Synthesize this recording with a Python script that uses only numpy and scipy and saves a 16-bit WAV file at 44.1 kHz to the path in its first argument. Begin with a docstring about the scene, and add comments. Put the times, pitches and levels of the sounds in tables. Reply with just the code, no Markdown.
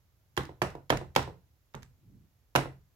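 """A desk in a small, quiet room: keys of a plastic calculator are pressed close by, a little to the right.
Each key ticks as the finger meets it, bottoms out with a clack that rings the case and thuds into
the desk, and comes back up with a dull knock as its rubber dome pushes it.
The room rings on; under it lie a faint hiss and a low handling rumble."""
import sys
import numpy as np
from scipy import signal
from scipy.fft import rfft, irfft, next_fast_len
from scipy.io import wavfile

SR = 44100
rng = np.random.default_rng(int(sys.argv[2]) if len(sys.argv) > 2 else 0)


def store_wav(level_fs):
    """Save 16-bit WAV to argv[1]."""
    pcm = np.round(np.clip(np.atleast_2d(level_fs), -1, 1) * 32767)
    wavfile.write(sys.argv[1], SR, pcm.T.astype(np.int16))


N = 130095
HIT_SAMPLES = 2 ** 15
AGE_S = np.arange(HIT_SAMPLES) / SR


def from_db(db):
    """Decibels to gain."""
    return 10 ** (np.asarray(db) / 20)


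def at_hz(points, hz):
    """Read a table on a log-frequency axis."""
    knots_hz, values = np.transpose(points)
    return np.interp(np.log(np.maximum(hz, 1)), np.log(knots_hz), values)


def rise(rise_s):
    """Linear onset of a hit."""
    return np.minimum(AGE_S / rise_s, 1)


def decay(age_s, t60_s):
    """Exponential decay."""
    return from_db(-60 * age_s / t60_s)


def pan(db):
    """Stereo gains for a level difference, left minus right."""
    return from_db(np.array([np.atleast_1d(db), -np.atleast_1d(db)]) / 2)


def soften(x, hz):
    """Second-order low-pass."""
    return signal.sosfilt(signal.butter(2, min(hz, SR * 2 / 5), fs=SR, output="sos"), x + 1e-18)


def add(track, start_s, sound):
    """Mix a sound into a track."""
    start = int(start_s * SR)
    track[..., start:start + sound.shape[-1]] += sound[..., :N - start]


def ring(modes, pitch=1):
    """Struck modes of alternating sign."""
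    return sum((-1) ** k * from_db(db) * decay(AGE_S, t60_s) * np.sin(2 * np.pi * hz * pitch * AGE_S)
               for k, (hz, db, t60_s) in enumerate(modes))


# Each row: frequency in Hz, left-right correlation.
STEREO_CORRELATION = [(100, 0.81), (350, 0.82), (700, .6), (1200, .15), (3000, .1), (15000, .1)]

def noise(spectrum, size):
    """Coloured stereo noise of rms 1, alike in the bass and nearly unrelated in the treble."""
    hz = np.fft.rfftfreq(size, 1 / SR)
    mid, side = np.exp(2j * np.pi * rng.random((2, len(hz))))
    alike = np.clip(at_hz(STEREO_CORRELATION, hz), -1, 1)
    white = np.sqrt(1 + alike) * mid + np.sqrt(1 - alike) * side * [[1], [-1]]
    x = irfft(white * from_db(at_hz(spectrum, hz)), size)
    return x / x.std()


# Noise spectra. Each row: frequency in Hz, relative density in dB.
FLOOR_SPECTRUM = [(20, -20.5), (45, -1), (65, 0), (120, -3), (200, -18.5), (400, -23.5), (1000, -27),
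                  (3000, -32.5), (7000, -33.5), (8700, -42.5), (12000, -31), (16000, -35.5)]
RUMBLE_SPECTRUM = [(25, -14), (70, -4), (130, 0), (280, -12.5), (450, -28.5), (1200, -75), (8000, -58)]

def background(floor_db=-67.5, rumble_db=-55, swell_at_s=2.14, swell_width_s=0.11):
    """Steady room noise and hiss, with one soft swell of handling rumble."""
    floor = from_db(floor_db) * noise(FLOOR_SPECTRUM, N)
    swell = np.exp(-((np.arange(N) / SR - swell_at_s) / swell_width_s) ** 2)
    return floor + from_db(rumble_db) * swell * noise(RUMBLE_SPECTRUM, N)


# Each row: frequency in Hz, level in dB, T60 in seconds.
STANDING_MODES = [(134.8, -22.5, 0.45)]

def standing_wave():
    """A low room mode builds up and rings on."""
    return ring(STANDING_MODES) * rise(0.017)


# Each row: frequency in Hz, tail gain in dB.
TAIL_GAIN_DB = [(60, 0), (130, 6), (270, 0), (450, 0.5), (800, -7.5), (1500, -7), (3000, -7.5),
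                (6000, -4.5), (11000, -6), (16000, -11)]
# Each row: frequency in Hz, T60 in seconds.
TAIL_T60_S = [(100, .55), (300, 0.29), (1000, 0.27), (2500, 0.26), (6000, 0.25), (14000, .25)]
# Each row: frequency in Hz, emphasis of the early tail in dB.
TAIL_BLOOM_DB = [(100, 1), (350, 6), (900, -2.5), (2000, -8), (8000, -1)]

def room_tails(sounds, onset_s=0.0016, build_s=0.005, bloom_s=0.03):
    """Each sound's energy returns in half-octave bands as a diffuse tail; the lows die last."""
    hz = np.fft.rfftfreq(HIT_SAMPLES, 1 / SR)
    edges_hz = 33 * 2 ** np.arange(0, 9.5, 0.5)[:, None]
    centre_hz = np.sqrt(edges_hz[:-1] * edges_hz[1:])
    in_band = (hz >= edges_hz[:-1]) & (hz < edges_hz[1:])
    build = np.clip((AGE_S - onset_s) / build_s, 0, 1)
    bloom = from_db(at_hz(TAIL_BLOOM_DB, centre_hz) * np.exp(-AGE_S / bloom_s))
    envelopes = build * decay(AGE_S, at_hz(TAIL_T60_S, centre_hz)) * bloom
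    tails = []
    for sound in sounds:
        sound_energy = in_band @ np.mean(np.abs(rfft(sound)) ** 2, axis=0) * 2 / HIT_SAMPLES
        white = noise([(1, 0), (SR, 0)], HIT_SAMPLES)
        bands = irfft(rfft(white)[:, None] * in_band, HIT_SAMPLES) * envelopes
        band_energy = np.sum(bands ** 2, axis=-1, keepdims=True)
        gains = from_db(at_hz(TAIL_GAIN_DB, centre_hz)) * np.sqrt(sound_energy[:, None] / band_energy)
        tails.append(np.sum(gains * bands, axis=1))
    return tails


# Walls and ceiling. Each row: delay in seconds, level in dB.
FIRST_ECHOES = [(0.0111, -12.5), (0.0161, -11), (.0205, -13.5), (0.0307, -11.5)]
# Each row: frequency in Hz, left minus right in dB.
BALANCE_DB = [(100, -4.5), (600, -3), (1200, -3), (2500, -6.5), (7000, -5.5), (10000, -10), (13000, 3)]

def near_field(x, desk_echo_s=0.0022, desk_echo_db=-14.5, wall_cut_hz=1100, left_lag_s=0.00024):
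    """Direct sound plus desk and wall echoes, later and mostly weaker at the left microphone."""
    size = next_fast_len(N + HIT_SAMPLES)
    hz = np.fft.rfftfreq(size, 1 / SR)
    phase_per_s = -2j * np.pi * hz
    desk = from_db(desk_echo_db) * np.exp(phase_per_s * desk_echo_s)
    walls = sum(from_db(db) * np.exp(phase_per_s * delay_s) for delay_s, db in FIRST_ECHOES)
    walls /= 1 + 1j * hz / wall_cut_hz
    mics = pan(at_hz(BALANCE_DB, hz)) * np.exp(phase_per_s * np.array([[left_lag_s], [0]]))
    return irfft(rfft(x, size) * (1 + desk + walls) * mics, size)[:, :N]


def chatter(spectrum, hold_s, t60_s):
    """Hard plastic parts chatter for a few milliseconds: a noise burst, equal in energy on both sides."""
    envelope = rise(0.0012) * decay(np.maximum(AGE_S - hold_s, 0), t60_s)
    burst = noise(spectrum, HIT_SAMPLES) * envelope
    return burst * np.sqrt(np.mean(envelope ** 2) / np.mean(burst ** 2, axis=1, keepdims=True))


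# Each row: frequency in Hz, relative density in dB.
TICK_SPECTRUM = [(200, -14), (800, 2.5), (2000, 7.5), (3500, 0), (5000, 2.5), (7000, 1.5), (8700, -18),
                 (11500, -5), (16000, -20.5)]

def tick():
    """A loose key ticks against its slot."""
    return chatter(TICK_SPECTRUM, hold_s=0.0013, t60_s=0.013)


# Each row: frequency in Hz, relative density in dB.
CRACK_SPECTRUM = [(200, -19.5), (700, 9.5), (1500, 5.5), (3300, -3), (5000, -9), (7000, -11.5), (8700, -28),
                  (11000, -11), (16000, -21.5)]

def crack():
    """Plastic strikes plastic at the end of the key's travel."""
    return chatter(CRACK_SPECTRUM, hold_s=0.0033, t60_s=0.019)


# Case and desk modes. Each row: frequency in Hz, level in dB, T60 in seconds.
CASE_RESONANCES = [(360.2, -13, 0.078), (538, -11.5, 0.034), (763.6, -6, 0.021), (1040, -1.5, .014),
                   (1600, -12.5, .011), (2120, -9, .009), (3280, -12, 0.015), (6500, -25, .005)]
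DESK_RESONANCES = [(46.75, -24.5, .22), (74.1, -28, 0.39), (132.3, -18.5, .08), (215, -20.5, .06)]

def press(crack_db, thud_db, pitch, hardness_hz):
    """The key hits bottom: the case rings, the plastic cracks, the desk thuds."""
    case = ring(CASE_RESONANCES, pitch) * rise(0.0005)
    clack = case + from_db(crack_db - 10) * crack()
    return soften(clack, hardness_hz) + from_db(thud_db) * ring(DESK_RESONANCES)


def release(crack_db=-26.5, thud_db=-4):
    """The rubber dome pushes the key back: a soft, slower blow on the same body."""
    case = soften(ring(CASE_RESONANCES, pitch=0.95), hz=956.4)
    thud = from_db(thud_db) * ring(DESK_RESONANCES)
    return (case + thud + from_db(crack_db) * crack()) * rise(0.0019)


# Each row: start in seconds, level in dB, crack, thud and room trims in dB, case pitch factor,
# contact hardness as a low-pass cutoff in Hz.
KEY_PRESSES = [(0.3749, -15.5, 1, -0.5, 0.5, 1.03, 14000), (0.6175, -15.5, 2.5, 1.5, 1, 0.99, 13800),
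               (0.9018, -11.5, 1.5, 1.5, -1.5, .97, 14600), (0.9249, -14, -3.5, -0.5, -1, .8, 3000),
               (1.161, -11, 3.5, 0.5, -0.5, 1.0, 14000), (1.7442, -31.5, -3, 10.5, 0, 1.123, 2550),
               (2.552, -12, -1.5, 0.5, 0.5, 0.99, 13000), (2.5585, -12.5, 5, -4, 0, 0.8, 13320)]
# Each row: start in seconds, level in dB.
KEY_RELEASES = [(0.4912, -31.5), (0.7505, -27.5), (1.0122, -27.5), (1.2752, -28), (2.6561, -26)]
KEY_TICKS = [(0.3668, -35), (0.4340, -49.5), (0.4520, -45.5), (0.6245, -33), (0.7025, -51), (0.8958, -37.5),
             (0.9710, -33.5), (1.1510, -37), (1.2270, -40), (1.7383, -57), (1.7495, -43), (1.8220, -55),
             (1.8295, -45.5)]

def keys(tick_room_db=-5):
    """Direct and room tracks of all key sounds; only presses and releases drive the standing wave."""
    direct, wet = np.zeros((2, 2, N))
    hits = [(start_s, db, room_db, press(crack_db, thud_db, pitch, hardness_hz))
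            for start_s, db, crack_db, thud_db, room_db, pitch, hardness_hz in KEY_PRESSES]
    hits += [(start_s, db, 0, release()) for start_s, db in KEY_RELEASES]
    standing = standing_wave()
    for start_s, db, room_db, _ in hits:
        add(wet, start_s, from_db(db + room_db) * standing)
    hits += [(start_s, db, tick_room_db, tick()) for start_s, db in KEY_TICKS]
    tails = room_tails([sound for *_, sound in hits])
    for (start_s, db, room_db, sound), tail in zip(hits, tails):
        add(direct, start_s, from_db(db) * sound)
        add(wet, start_s, from_db(db + room_db) * tail)
    return direct, wet


def scene():
    """The calculator close by; room sound and background lean slightly right."""
    direct, wet = keys()
    return near_field(direct) + pan(db=-2) * (wet + background())


def record(dry):
    """The microphone thins the deep bass; the top is cut steeply."""
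    low_cut_hz, high_cut_hz = 45, 16200
    thinned = signal.sosfilt(signal.butter(1, low_cut_hz, "high", fs=SR, output="sos"), dry)
    return signal.sosfilt(signal.ellip(10, 0.1, 70, high_cut_hz, fs=SR, output="sos"), thinned)


dry = scene()
out = record(dry)
store_wav(out)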